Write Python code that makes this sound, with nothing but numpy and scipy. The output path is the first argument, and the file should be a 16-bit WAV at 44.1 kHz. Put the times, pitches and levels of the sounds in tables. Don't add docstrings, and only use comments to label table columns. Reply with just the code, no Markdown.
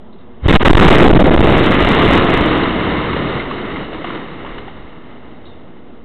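import sys
import numpy as np
from scipy import signal
from scipy.fft import rfft, irfft
from scipy.io import wavfile
from scipy.ndimage import uniform_filter1d

SR = 44100
rng = np.random.default_rng(int(sys.argv[2]) if len(sys.argv) > 2 else 0)


def volts_from_db(level):
    exponent = np.asarray(level, float) / 20
    return 10 ** exponent


def output_pcm(signal):
    pcm = np.clip(np.atleast_2d(signal).T, -1, 1) * 32767
    wavfile.write(sys.argv[1], SR, np.round(pcm).astype(np.int16))


N = 266584
RAIL = 0.31

# freq_hz, level_db (per Hz)
HOUSING = [(530, -25.5), (900, -4.5), (958, -1.5), (1050, -1), (1250, -0.5), (1580, -7), (2090, -1),
           (2200, -4.5), (2410, -13), (2910, -3.5), (3340, -12), (3730, -5.5), (4000, -3.5), (5200, -51),
           (8800, -120)]
# time_s, level_db, standing overpressure_rails
ROAR_COURSE = [(0, -62, 0), (.3, -52.5, 0), (.41, -52.5, 0), (.455, -25.5, 0), (.47, -2.5, 3), (.58, .5, 3),
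               (.635, 2, -.4), (.655, -2, 1), (.9, 2.5, 2.5), (1.05, 4.5, 2.5), (1.12, -3, 0.2),
               (1.38, -3.5, .4), (1.65, -7.5, 1.09), (2.2, -8, 0.93), (2.45, -11.5, 0.46), (3.0, -18.5, 0),
               (5.1, -39.5, 0), (6.04, -45, 0)]


def noise(spectrum, lo_hz, hi_hz):
    hz, db = np.transpose(spectrum)
    f = np.fft.rfftfreq(N, 1 / SR) + 1e-3
    colour = volts_from_db(np.interp(np.log(f), np.log(hz), db))
    edges = np.sqrt((1 + (lo_hz / f) ** 6) * (1 + (f / hi_hz) ** 6))
    x = irfft(rfft(rng.standard_normal(N)) * colour / edges, N)
    return x / np.std(x)


def walk(rate_hz):
    k = int(SR / rate_hz)
    steps = np.repeat(rng.standard_normal(N // k + 1), k)
    return 0.75 * uniform_filter1d(uniform_filter1d(steps, k), k)[:N]


def lag(x, seconds):
    keep = np.exp(-1 / (seconds * SR))
    return signal.lfilter([1 - keep], [1, -keep], x)


def hold(t, corners_s):
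    return np.interp(t, corners_s, [0, 1, 1, 0])


def scatter(span, size, count):
    luck = rng.random((count, 2))
    moments = span[0] + (span[1] - span[0]) * (np.arange(count) + luck[:, 0]) / count
    sizes = size[0] + (size[1] - size[0]) * luck[:, 1]
    return np.c_[moments, sizes]


def yard(t):
    # freq_hz, level_db (per Hz)
    traffic_colour = [(12, -31), (20, -2), (32, -23), (76, -7), (114, -19.5), (248, -6.5), (277, -22),
                      (369, -12), (900, -34.5), (1170, -48.5), (1980, -120)]
    # freq_hz, level_db (per Hz)
    leaf_colour = [(350, -30), (600, -0.5), (811, -7), (1010, -8), (1230, -12), (1350, -14), (1470, -17.5),
                   (2040, -19.5), (2430, -25), (3030, -19.5), (4000, -18.5), (5200, -51.5), (8800, -120)]
    # pitch_hz, width_hz, level_db
    hum = [
        (254.4, 16, -49.5),
        (359, 13, -55.5),
        (480, 10, -53),
    ]
    traffic = volts_from_db(1.6 * walk(2.5)) * noise(traffic_colour, 12, 700)
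    leaves = volts_from_db(-7.0 + 1.0 * walk(17)) * noise(leaf_colour, 600, 5000)
    drone = np.zeros(N)
    for hz, width_hz, db in hum:
        wavering_hz = hz + 0.15 * width_hz * walk(8)
        drone += volts_from_db(db + 1.5 * walk(5.9)) * np.sin(2 * np.pi * np.cumsum(wavering_hz) / SR)
    return volts_from_db(-41.0) * (traffic + leaves) + drone


def bird():
    # start_s, peak_db, start_hz, fall_hz, t60_s
    chips = [
        (.127, -43, 3950, 60, 0.09),
        (.185, -47, 3820, 60, 0.063),
        (0.209, -46, 3880, 59.6, 0.085),
        (5.453, -38, 3820, 169, 0.33),
    ]
    out, age = np.zeros(N), np.arange(int(0.2 * SR)) / SR
    rough = volts_from_db(4.3 * walk(150))
    scratch = noise([(3000, -20), (3800, 2), (4400, -4)], 2800, 4100)
    for s, db, hz, fall_hz, t60 in chips:
        i = int(s * SR)
        span = slice(i, i + len(age))
        falling_hz = hz - fall_hz * age / 0.061
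        tone = np.sin(2 * np.pi * np.cumsum(falling_hz) / SR) * rough[span]
        envelope = volts_from_db(db - 60 * age / t60) * np.minimum(age / 0.0031, 1)
        out[span] += envelope * (tone + 1.25 * scratch[span])
    return out


def debris():
    # start_s, peak_db, ring_hz
    landings = [(2.881, -14.5, 984), (2.967, -13, 961), (3.019, -18.5, 527), (3.129, -6.5, 2860),
                (3.163, -2.5, 526), (3.219, -11, 570), (3.269, -21.5, 640), (3.329, -24, 972),
                (3.399, -7, 2110), (3.51, -7.5, 1100), (3.579, -17, 530), (3.759, -11, 2110),
                (3.929, -14, 650), (4.018, -15, 514), (4.043, -7.5, 715), (4.069, -22, 678),
                (4.103, -12, 1380), (4.149, -14, 550), (4.309, -27, 1130), (4.447, -16.5, 920),
                (4.463, -16, 1105), (4.581, -14.5, 2950), (4.679, -16.5, 790), (4.769, -26, 503)]
    out, age = np.zeros(N), np.arange(int(0.09 * SR)) / SR
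    splinters = noise(HOUSING, 500, 5500)
    for s, db, hz in landings:
        i = int(s * SR)
        span = slice(i, i + len(age))
        ring = np.sin(2 * np.pi * hz * age) * np.exp(-age / 0.0051)
        smear = np.exp(-age / 0.007) + 0.35 * np.exp(-age / 0.044)
        burst = 0.34 * splinters[span] * smear
        out[span] += volts_from_db(db - 5) * (ring + burst) * np.minimum(age / 0.0017, 1)
    return out


def held_crests(t):
    # start_s, length_ms
    crests = [(0.4732, 9.6), (0.4882, 6.9), (0.5169, 9.5), (0.5307, 5.9), (0.5458, 6.2), (0.5699, 26),
              (0.633, 16.3), (0.6675, 4.5), (0.6835, 11.6), (0.7135, 18.8), (0.7362, 13.5), (0.7558, 15.2),
              (0.7829, 9.3), (0.801, 8.5), (0.8728, 6.9), (0.8916, 9), (0.9583, 6.6), (1.0326, 6.7),
              (1.0681, 9.6), (1.0857, 7.9), (1.1161, 14.6), (1.1373, 11.1), (1.1779, 13.1), (1.2265, 11.4),
              (1.2988, 9.6), (1.3526, 9.4), (1.3631, 9.7), (1.3969, 9.2), (1.4165, 10.4), (1.4632, 6.7)]
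    flutter = scatter((0.82, 1.55), (3.8, 5.6), count=14)
    push = np.zeros(N)
    for s, ms in [*crests, *flutter]:
        span = slice(int(s * SR), int((s + ms / 1000 - 0.0004) * SR))
        push[span] += 0.22 * min(ms, 12) ** 2 * np.minimum((t[span] - s) / 0.003, 1)
    return push


def swings(t):
    # middle_s, length_ms, push_rails
    ground = [
        (.424, 10, .2),
        (.4335, 7, -.45),
        (.4395, 8, .8),
        (.4475, 10, -.55),
        (.455, 6, 1.1),
        (.4608, 6.5, -8.0),
    ]
    # middle_s, length_ms, push_rails
    blast = [(0.4674, 4.8, 12.5), (.485, 7.3, -6.5), (0.495, 4.1, -8.5), (0.507, 2.1, -12),
             (0.543, 10.5, -8.5), (0.558, 4.4, -2.5), (.704, 5.8, -6.5), (0.708, 3, -8), (0.734, 7.1, 5.5),
             (0.752, 4.6, -8.5), (1.132, 2.6, -6.5), (1.363, 1.3, -4.5)]
    # time_s, tick_db
    ticks = [(1.5683, -27.5), (1.6104, -33), (1.632, -30), (1.672, -29.5), (1.7068, -30.5), (1.8094, -34),
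             (1.8262, -27.5), (1.9178, -33), (1.9936, -34), (2.0231, -31.5), (2.042, -33), (2.0632, -32),
             (2.087, -30), (2.1406, -36.5), (2.1868, -30), (2.2477, -35.5), (2.3438, -32), (2.4092, -38.5),
             (2.511, -45)]
    fainter = scatter((1.49, 2.42), (-45, -37), count=20)
    troughs = [(s + 0.0006, 1.8, -4.2 * volts_from_db((db + 40.0) / 4)) for s, db in [*ticks, *fainter]]
    push = np.zeros(N)
    for s, ms, height in [*ground, *blast, *troughs]:
        span = slice(int((s - ms / 2000) * SR), int((s + ms / 2000) * SR))
        push[span] += height * np.cos(np.pi * (t[span] - s) * 1000 / ms) ** 2
    return push


def pressure(t):
    standing = np.interp(t, *np.transpose(ROAR_COURSE)[::2])
    return RAIL * uniform_filter1d(standing + held_crests(t) + swings(t), size=20)


def roar(t):
    # freq_hz, level_db (per Hz)
    blast_colour = [(12, -24), (20, 7), (81, -7), (114, -3.5), (260, -3), (300, 0), (595, -9.5),
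                    (900, -9.5), (1170, -44.5), (1980, -120)]
    # middle_s, half_length_s, whole_roar_db, extra_rumble_db, extra_throb_db
    echoes = [(1.777, 0.048, -2, -4, 0), (2.1, 0.24, 1, 0, 0), (2.7, 0.22, -1, 0.5, 5),
              (3.18, 0.13, .5, 6, 10.5), (3.49, .12, -0.5, -1, 10.5), (3.93, 0.21, -1, -1, 11),
              (4.157, 0.16, 3.5, -9, -2), (4.52, .15, 2, -5, 19), (4.856, .4, -1.9, 3, 22),
              (5.268, .08, 2, 2, -5), (5.5, 0.098, 1.5, 5, 7), (5.765, 0.038, 3.5, -3, 3)]
    echo_db = np.zeros((3, N))
    for s, half_s, *more_db in echoes:
        echo_db += np.outer(more_db, np.maximum(1 - np.abs(t - s) / half_s, 0))
    lull_db = -15 * hold(t, (0.565, 0.597, 0.637, 0.655))
    muffle_db = -8 * hold(t, (0.66, 1.05, 1.4, 1.65))
    dull_db = np.interp(t, (4.86, 5.66), [0, -5.5])
    body_db = np.interp(t, *np.transpose(ROAR_COURSE)[:2]) + lull_db + echo_db[0]
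    crackle_db = body_db - 1.5 + muffle_db + dull_db
    rumble_db = body_db - 7.5 + echo_db[1]
    throb_db = body_db - 13 + np.interp(t, (1.4, 3.2), [0, -8.5]) + echo_db[2]
    lumps = 1.4 * walk(14) + 0.73 * walk(45)
    body = volts_from_db(body_db + lumps + 0.49 * walk(16)) * noise(blast_colour, 150, 780)
    crackle = volts_from_db(crackle_db + 0.94 * lumps + 1.0 * walk(120)) * noise(HOUSING, 700, 5400)
    rumble = volts_from_db(rumble_db + 2.2 * lumps + 2.7 * walk(2.9)) * noise(blast_colour, 50, 150)
    throb = volts_from_db(throb_db - 2.5 + 1.9 * walk(3.4)) * noise(blast_colour, 25, 50)
    return body + crackle + rumble + throb


def scene():
    t = np.arange(N) / SR
    return (yard(t) + bird() + debris() + pressure(t) + roar(t))[None]


def preamp(x):
    knee, low_rail, slew_hz = 0.07, -2.2, 2230
    bent = np.maximum(RAIL - knee * np.logaddexp(0, (RAIL - x) / knee), low_rail)
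    excess_rails = np.maximum(x - RAIL, 0) / RAIL
    bias = 0.42 * lag(np.tanh(excess_rails / 4.0) ** 2, 0.15)
    slewed = lag(bent, 1 / (2 * np.pi * slew_hz))
    fast_s, slow_s, fast_share = 0.013, 0.25, 0.8
    drained = fast_share * lag(slewed, fast_s) + (1 - fast_share) * lag(slewed, slow_s)
    return slewed - drained + bias + 0.02


def telephone_converter(x):
    line_hz, full_scale = 8000, 0.69
    guard = signal.firwin(441 * 64 + 1, 3960, window=("kaiser", 5), fs=80 * SR)
    line = np.clip(signal.resample_poly(x, 80, 441, window=guard) / full_scale, -1, 1)
    code = np.round(127 * np.log1p(255 * np.abs(line)) / np.log(256)) / 127
    line = full_scale * np.sign(line) * np.expm1(code * np.log(256)) / 255
    taps = signal.firwin(441 * 32 + 1, 3960, window=("kaiser", 9), fs=441 * line_hz)
    return np.pad(signal.resample_poly(line, 441, 80, window=taps), (0, 441))[:N]


def band_limit(x):
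    return signal.sosfilt(signal.butter(12, 15800, fs=SR, output="sos"), x)


def record(dry):
    wide = telephone_converter(preamp(dry[0]))
    ceiling = 0.71
    return band_limit(np.clip(wide, -ceiling, ceiling)[None])


dry = scene()
out = record(dry)
output_pcm(out)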